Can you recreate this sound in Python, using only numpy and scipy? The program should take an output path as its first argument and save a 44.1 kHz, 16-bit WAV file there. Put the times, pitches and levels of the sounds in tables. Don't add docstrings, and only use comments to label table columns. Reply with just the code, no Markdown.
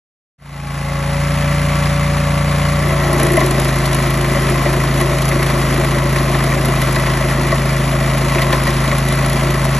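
import sys
import numpy as np
from scipy import signal
from scipy.fft import rfft, irfft
from scipy.io import wavfile
from scipy.ndimage import uniform_filter1d

SR = 44100
rng = np.random.default_rng(int(sys.argv[2]) if len(sys.argv) > 2 else 0)


def generate_wav(signal):
    frames = np.transpose(np.atleast_2d(signal))
    scaled = np.clip(frames, -1, 1) * 32767
    pcm = np.round(scaled).astype(np.int16)
    wavfile.write(sys.argv[1], SR, pcm)


def ratio(d):
    e = np.asarray(d, float) / 20
    return 10 ** e


N = 431738
T = np.arange(N) / SR
F = np.fft.rfftfreq(N, 1 / SR)

# (time [s], load [0-1])
LOAD = [
    (0, 0.4),
    (2.8, 0),
    (3.4, 0.8),
    (9.79, 1),
]
# (time [s], fifth order of the four-stroke cycle [Hz])
SPEED = [(0.38, 142.3), (0.66, 140.3), (0.98, 140.8), (1.36, 144.9), (2.84, 144.8), (3.41, 135.2),
         (6.75, 135.3), (6.85, 132.5), (7.09, 132.7), (7.37, 135.3), (8.49, 135.4), (8.59, 133.6),
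         (8.77, 133.8), (8.9, 135.4), (9.68, 135.2)]
# (order [multiple of cycle rate], level [dB])
FREE_ORDERS = [(1, -50), (2, -6), (3, -7), (4, -21), (5, 0), (6, -8), (7, -12.5), (8, -17), (9, -21.5),
               (10, -19), (11, -28), (12, -48), (13, -29), (14, -43), (15, -44), (16, -26)]
# (order [multiple of cycle rate], level [dB])
LOADED_ORDERS = [(1, -42), (2, -5), (3, -15), (4, -36), (5, 0), (6, -8.5), (7, -36), (8, -12), (9, -14.5),
                 (10, -32), (11, -26), (12, -30), (13, -20), (14, -28), (15, -30), (16, -30)]
# (pump multiple [-], level [dB])
PUMP_REST = [(2, -22), (3, -31), (4, -29)]
# (start [s], length [s], pump multiple [-], level [dB])
VALVES = [
    (.5, .67, 3, -13),
    (.55, .5, 4, -15),
    (.8, 2.05, 2, -9),
    (1.2, 1.75, 4, -16),
    (3.0, .33, 3, -14),
]
# (frequency [Hz], level per Hz [dB])
ROAR = [(40, -6.5), (200, 2), (330, 0.5), (430, -5.5), (600, 0), (1300, -2.5), (1650, -3.5), (2400, -4.5),
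        (3200, -9), (5500, -14.5), (8500, -14.5), (10300, -8), (12000, -21), (14000, -38)]
# (frequency [Hz], width [Hz], level [dB])
PANELS = [(630, 92, 2.5), (830, 103, -1), (1115, 92, 4.5), (1243, 110, 1.5), (1710, 89, -1),
          (1347, 100, 3.5), (1762, 52, 4.5), (2020, 136, 5.5), (2348, 83, 3.5), (4970, 750, 2.5)]
# (frequency [Hz], level [dB])
SCATTER = [(250, -30), (480, -12), (1000, -9), (1700, -14), (2600, -8), (5000, -6), (8000, -7), (10500, -9),
           (14000, -9)]
# (time [s], effort [dB])
EFFORT = [(2.72, -6), (2.9, 0), (3.0, -3.5), (3.15, 3.5), (3.27, 4.5), (3.41, 2.5), (3.5, 1.5), (3.72, -1),
          (3.88, -1), (4.02, -1.5), (4.4, 0), (4.65, 0), (5.3, -0.5), (6.9, -1), (7.9, -4.5), (8.45, -2),
          (9.3, -1.5), (9.79, -3)]
# (frequency [Hz], width [Hz], level [dB])
STUMP = [(104, 23, -13), (241.5, 87, -9), (355.2, 18.8, 2.5), (380, 78, -8)]
# (frequency [Hz], width [Hz], level [dB])
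GUARD = [(566, 22.8, 4), (653.6, 49, 0.5), (824, 126, -14.5), (1026, 46, -3.5), (1107, 41, -2.5),
         (1303, 24, -8), (1802, 62, -10.5), (1960, 78, -4.5)]
# (frequency [Hz], level per Hz [dB])
CHIPS = [(1500, 5.5), (3000, -5.5), (5500, -0.5), (8500, -8), (10500, -1.5), (11300, 8.5), (12200, -17),
         (13200, -6), (14500, -39)]
# (time [s], knock [dB], thud above the knock [dB])
BLOWS = [(3.1987, -21, -2), (3.2685, -20, -3), (3.3, -20, -3), (3.34, -22, -9), (3.3689, -10, 2.5),
         (3.4062, -13, 6), (3.8264, -17, 0), (4.306, -15, -6), (4.3446, -13, -1), (4.5525, -22, 3),
         (4.6545, -15, 2), (5.004, -9.5, -3), (5.314, -9, -11), (5.4215, -9, -11), (5.4916, -12.5, -0.5),
         (6.0305, -16, -14), (6.3454, -7, -7), (6.5193, -10, -16), (6.8167, -12, -2), (6.961, -9.5, -4.5),
         (7.065, -11, -5), (7.5177, -14.5, 4.5), (8.0024, -18, -7), (8.3477, -7.5, -18), (8.384, -5, -6.5),
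         (8.418, -7, -8), (8.5254, -7.5, 1.5), (8.6698, -7.5, -6), (8.9147, -9.5, -3.5), (9.2316, -17, -6)]
# (time [s], crack [dB], scrape above the crack [dB])
BITES = [(3.2307, -5, -17), (3.2662, -11, -14), (3.319, -10, -18), (3.334, -8, -24), (3.3689, -9, -22),
         (3.4043, -11, -9), (3.4612, -8, -15), (3.509, -9, -13), (3.5989, -9, -13), (3.6468, -12, -8),
         (3.681, -14, -5), (3.786, -14, -12), (3.856, -16, -1), (3.946, -8.5, -12), (4.4984, -11, -17),
         (5.0002, -14, -8), (5.281, -13, -9), (6.185, -15.5, -5), (6.6554, -11, -10), (6.8161, -10, -7),
         (6.9567, -11, -8), (8.3481, -16, -7), (8.4187, -13, -1), (8.526, -18, 3.5), (8.6726, -16.5, 0),
         (8.8769, -22, 3), (8.9817, -11, -10), (9.0854, -13.5, -8), (9.1238, -11, -9), (9.651, -11, -10)]
# (frequency [Hz], level per Hz [dB])
CRACK = [(2000, -5), (4000, -29), (6500, -5), (9000, 1), (10300, 8), (11300, 5.5), (12300, -19),
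         (13500, -15), (14500, -34)]
# (frequency [Hz], left minus right [dB])
PORT_DB = [(250, -0.2), (370, 1.6), (480, 7.2), (620, 4.7), (760, 2.3), (950, 9.3), (1080, 7.7),
           (1230, 3.0), (1350, 4.2), (1600, 0.1)]
# (frequency [Hz], phase by which left leads [rad])
PORT_PHASE = [(250, 0), (400, .5), (620, -.2), (800, .3), (1250, -.5), (1600, 0), (2100, .1), (2450, .6),
              (4000, .7),
              (4500, 1.3), (5000, 3.6), (5300, 5.4), (5700, 6.1), (6350, 6.6), (8400, 8.9), (9100, 9.42),
             (9700, 9.8), (11600, 11.7), (12000, 12.57), (22050, 12.57)]
# (lower edge [Hz], its flutter [Hz], upper edge [Hz], its flutter [Hz])
SUM_GAPS = [(8500, 170, 9620, 30), (13300, 380, 23000, 0)]
# (lower edge [Hz], its flutter [Hz], upper edge [Hz], its flutter [Hz])
DIFFERENCE_GAPS = [(-1, 0, 250, 20), (1620, 60, 2050, 260), (5700, 70, 6300, 40), (11750, 40, 23000, 0)]
SHARP_S = [3.25, 3.27, 3.32, 3.45, 3.66, 3.95, 5.83, 6.12, 6.81, 8.53, 9.33, 9.58]

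FADE_START_S, FADE_S, FADE_BEND = 0.38, 1.12, 1.38
ENGINE_DB, LOAD_SAG_DB = -16.5, -0.5
SECOND_FIRING = 3 / 8
PUMP_ORDER, VALVE_SLEW_S = 9.85, 0.13
FAN_ORDER, FAN_DB, BELT_ORDERS, BELT_DB = 26, -21, (18.7, 22.85, 60.1), -23
ROAR_DB, ROAR_LOAD_DB, ROAR_PATCHY_DB = -6.5, 1.81, 0.7
TOOTH_HZ = 57.41
PROUD_TURN = 1.55
KNOCK_DB, RING_DB, CHIP_DB = -23, -25.5, -33
KNOCK_SLOPE, RING_SLOPE, CHIP_SLOPE = 1.74, 0.38, 0.96
GRAIN_DB = 0.35
TOUCH_RING_DB, TOUCH_S, TOUCH_LENGTH_S = 4, 3.09, 0.14
BITE_SHARE, BLOW_SHARE = 0.24, 0.19
SMALL_CRACK_DB, SMALL_SCRAPE_DB = -16, -9.5
SMALL_KNOCK_DB, SMALL_THUD_DB, SMALL_SPREAD_DB = -14.5, -17, 2
TOP_HZ = 13900


def level_over_time(table):
    return np.interp(T, *np.transpose(table))


def along(points):
    hz, value = np.transpose(points)
    return np.interp(np.log(F + 1), np.log(hz + 1), value)


def unit(x):
    return x / np.sqrt(np.mean(x ** 2))


def colour(x, gain):
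    return irfft(rfft(x) * gain, N)


def modes(table):
    total = 0
    for k, (hz, width, db) in enumerate(table):
        damping = 1j * F * width
        total = total + (-1) ** k * ratio(db) * damping / (hz ** 2 - F ** 2 + damping)
    return total


def walk(rate):
    hold = int(SR / rate)
    steps = np.repeat(rng.standard_normal(N // hold + 1), hold)
    return 0.674 * uniform_filter1d(uniform_filter1d(steps, hold), hold)[:N]


def bursts(times, size, decay_s):
    hits = np.zeros(N)
    np.add.at(hits, np.clip((times * SR).astype(int), 0, N - 1), size ** 2)
    power = signal.lfilter([1], [1, -np.exp(-2 / (decay_s * SR))], hits)
    return np.sqrt(np.abs(uniform_filter1d(power, size=40, origin=19)))


def exhaust(turn, load):
    out = 0
    for (k, free_db), (_, loaded_db) in zip(FREE_ORDERS, LOADED_ORDERS):
        unsteady_db = (0.06 + 0.1 * load) * k * walk(14)
        db = free_db + load * (loaded_db - free_db) + unsteady_db
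        lead = 2.4 + 1.2 * np.exp(-((k - 5.5) / 1.3) ** 4) + 0.012 * k * walk(12)
        sign = np.sign(np.cos(np.pi * k * SECOND_FIRING))
        out = out + sign * ratio(db) * np.cos(2 * np.pi * k * turn + lead)
    return 1.3 * out


def pump(turn):
    out = 0
    for k, rest_db in PUMP_REST:
        db = rest_db + 1.5 * walk(9)
        for start, length, line, held_db in VALVES:
            if line == k:
                inside_s = np.minimum(T - start, start + length - T)
                db = db + (held_db - rest_db) * np.clip(inside_s / VALVE_SLEW_S + 0.5, 0, 1)
        out = out + ratio(db) * np.cos(2 * np.pi * k * PUMP_ORDER * turn + 0.1 * walk(15))
    return out


def fan_and_belt(turn, load):
    out = ratio(FAN_DB - 6 * load) * np.cos(2 * np.pi * FAN_ORDER * turn)
    for k in BELT_ORDERS:
        out = out + ratio(BELT_DB - 12 * load + 2 * walk(8)) * np.cos(2 * np.pi * k * turn)
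    return out


def roar(turn, load):
    puff = np.exp(-(turn % 1) / 0.16) + 0.55 * np.exp(-((turn - SECOND_FIRING) % 1) / 0.16)
    clatter = unit(np.interp(turn % 1, np.linspace(0, 1, 250), rng.standard_normal(250)))
    clatter = colour(clatter, F ** 4 / (F ** 4 + 900 ** 4))
    noise = rng.standard_normal(N) + (0.3 - 0.16 * load) * clatter
    noise = noise * (1 + 1.1 * puff) * ratio(1.2 * walk(25))
    panels_db = sum(db * np.exp(-0.5 * ((F - hz) / (width / 2)) ** 2) for hz, width, db in PANELS)
    return unit(colour(noise, ratio(along(ROAR) + panels_db)))


def trunks(x):
    z = signal.stft(x, nperseg=512)[2]
    paths = np.exp(2j * np.pi * rng.random((2,) + z.shape))
    scattered = signal.istft(z * paths, nperseg=512)[1][:, :N]
    return colour(scattered, ratio(along(SCATTER) - 1.2))


def wheel():
    effort_db = level_over_time(EFFORT)
    knock_db = KNOCK_DB + KNOCK_SLOPE * effort_db + GRAIN_DB * walk(11)
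    ring_db = RING_DB + RING_SLOPE * effort_db + GRAIN_DB * walk(11)
    chip_db = CHIP_DB + CHIP_SLOPE * effort_db + GRAIN_DB * walk(11)

    count = int(N / SR * 60)
    slip, force, ring_luck, chip_luck = rng.standard_normal((count, 4)).T
    times = (np.arange(count) + PROUD_TURN + 0.1 + 0.03 * slip) / TOOTH_HZ
    teeth_db = np.resize([-3.5, -9, -3.0, -10.0], count)
    knock = bursts(times, ratio(teeth_db + 4 * force), 0.003)
    ring = bursts(times, ratio(teeth_db + 2.9 * force + 1.4 * ring_luck), 0.0022)
    chip = bursts(times, ratio(teeth_db + 4.6 * chip_luck), 0.0052)
    fibre_noise, guard_noise, chip_noise = rng.standard_normal((3, N))

    push = np.diff(bursts(times, ratio(teeth_db + 2.7 * force), 0.00082), prepend=0)
    pushed = unit(colour(push, modes(STUMP)))
    torn = unit(colour((0.76 + knock) * fibre_noise, modes(STUMP)))
    stump = unit(pushed + 1.02 * torn) * ratio(knock_db)

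    touch_db = TOUCH_RING_DB * np.exp(-((T - TOUCH_S) / TOUCH_LENGTH_S) ** 2)
    guard = unit(colour((0.37 + ring) * guard_noise, modes(GUARD))) * ratio(ring_db + touch_db)
    chips = unit(colour((0.18 + chip) * chip_noise, ratio(along(CHIPS)))) * ratio(chip_db)
    return (stump + guard + chips) * np.clip((T - EFFORT[0][0]) / 0.11, 0, 1)


def small_spots(share, first_db, second_db):
    luck, slip, size, body = rng.random((int(N / SR * TOOTH_HZ / 2), 4)).T
    s = (2 * np.arange(len(luck)) + PROUD_TURN + 0.2 * slip) / TOOTH_HZ
    effort_db = np.interp(s, *np.transpose(EFFORT))
    first = first_db + SMALL_SPREAD_DB * 2 * (2 * size - 1) + effort_db / 2
    second = second_db + SMALL_SPREAD_DB * 2 * (2 * body - 1)
    return np.transpose([s, first, second])[(luck < share) & (s > EFFORT[0][0])]


def hard_spots():
    crack_noise, scrape_noise, knock_noise, thud_noise = rng.standard_normal((4, N))
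    small_bites = small_spots(BITE_SHARE, SMALL_CRACK_DB, SMALL_SCRAPE_DB)
    s, crack_db, scrape_db = np.vstack([BITES, small_bites]).T
    crack = unit(colour(crack_noise, ratio(along(CRACK)))) * bursts(s, ratio(crack_db - 5.5), 0.0031)
    scrape = unit(colour(scrape_noise, modes([(3350, 2000, 0)])))
    scrape = scrape * bursts(s, ratio(crack_db + scrape_db - 3.5), 0.0089)

    small_blows = small_spots(BLOW_SHARE, SMALL_KNOCK_DB, SMALL_THUD_DB)
    s, knock_db, thud_db = np.vstack([BLOWS, small_blows]).T
    tooth_modes = modes([(1100, 220, -7.0), (1960, 200, 1), (2440, 310, -5.0), (3080, 1500, -16.0)])
    knock = unit(colour(knock_noise, tooth_modes)) * bursts(s, ratio(knock_db - 7.0), 0.0078)
    thud = thud_noise * bursts(s + 0.003, ratio(knock_db + thud_db), 0.011)
    thud = unit(colour(thud, modes(STUMP) + ratio(3) * modes(GUARD)))
    return crack + scrape + knock + ratio(-31.5) * thud


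def scene():
    load = np.clip(level_over_time(LOAD), 0, 1)
    cycle_hz = level_over_time(SPEED) / 5 * (1 + 0.002 * load * walk(4))
    turn = np.cumsum(cycle_hz) / SR + 0.0015 * walk(10)
    fade = 1 - np.clip(1 - (T - FADE_START_S) / FADE_S, 0, 1) ** FADE_BEND
    running = ratio(ENGINE_DB + LOAD_SAG_DB * load) * fade
    tones = (exhaust(turn, load) + pump(turn) + fan_and_belt(turn, load)) * running
    roar_db = ROAR_DB + load * (ROAR_LOAD_DB + ROAR_PATCHY_DB * walk(12))
    noises = ratio(roar_db) * roar(turn, load) * running + wheel() + hard_spots()
    return tones + noises + trunks(noises + 0.4 * tones)


def drop_bands(x, table):
    hz, s, z = signal.stft(x, SR, "cosine", nperseg=2048)
    sharp = np.min(np.abs(s[:, None] - SHARP_S), axis=1) < 512 / SR
    for low, low_flutter, high, high_flutter in table:
        jump = rng.standard_normal((2, len(s)))
        above = hz[:, None] > low + low_flutter * jump[0]
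        below = hz[:, None] < high + high_flutter * jump[1]
        z = np.where(above & below & ~sharp, 0, z)
    return signal.istft(z, SR, "cosine", nperseg=2048)[1][:N]


def roll_off(x):
    return signal.sosfilt(signal.butter(12, 14860, fs=SR, output="sos"), x)


def record(dry):
    lead = np.interp(F, *np.transpose(PORT_PHASE)) / 2
    port = ratio(along(PORT_DB) / 2) * np.exp(1j * lead)
    rounded = np.tanh(colour(dry, np.array([port, 1 / port])))
    left, right = colour(rounded, 1 / np.sqrt(1 + (F / TOP_HZ) ** 60))
    both = drop_bands(left + right, SUM_GAPS) / 2
    apart = drop_bands(left - right, DIFFERENCE_GAPS) / 2
    started = T > FADE_START_S
    return roll_off(np.array([both + apart, both - apart]) * started)


dry = scene()
out = record(dry)
generate_wav(out)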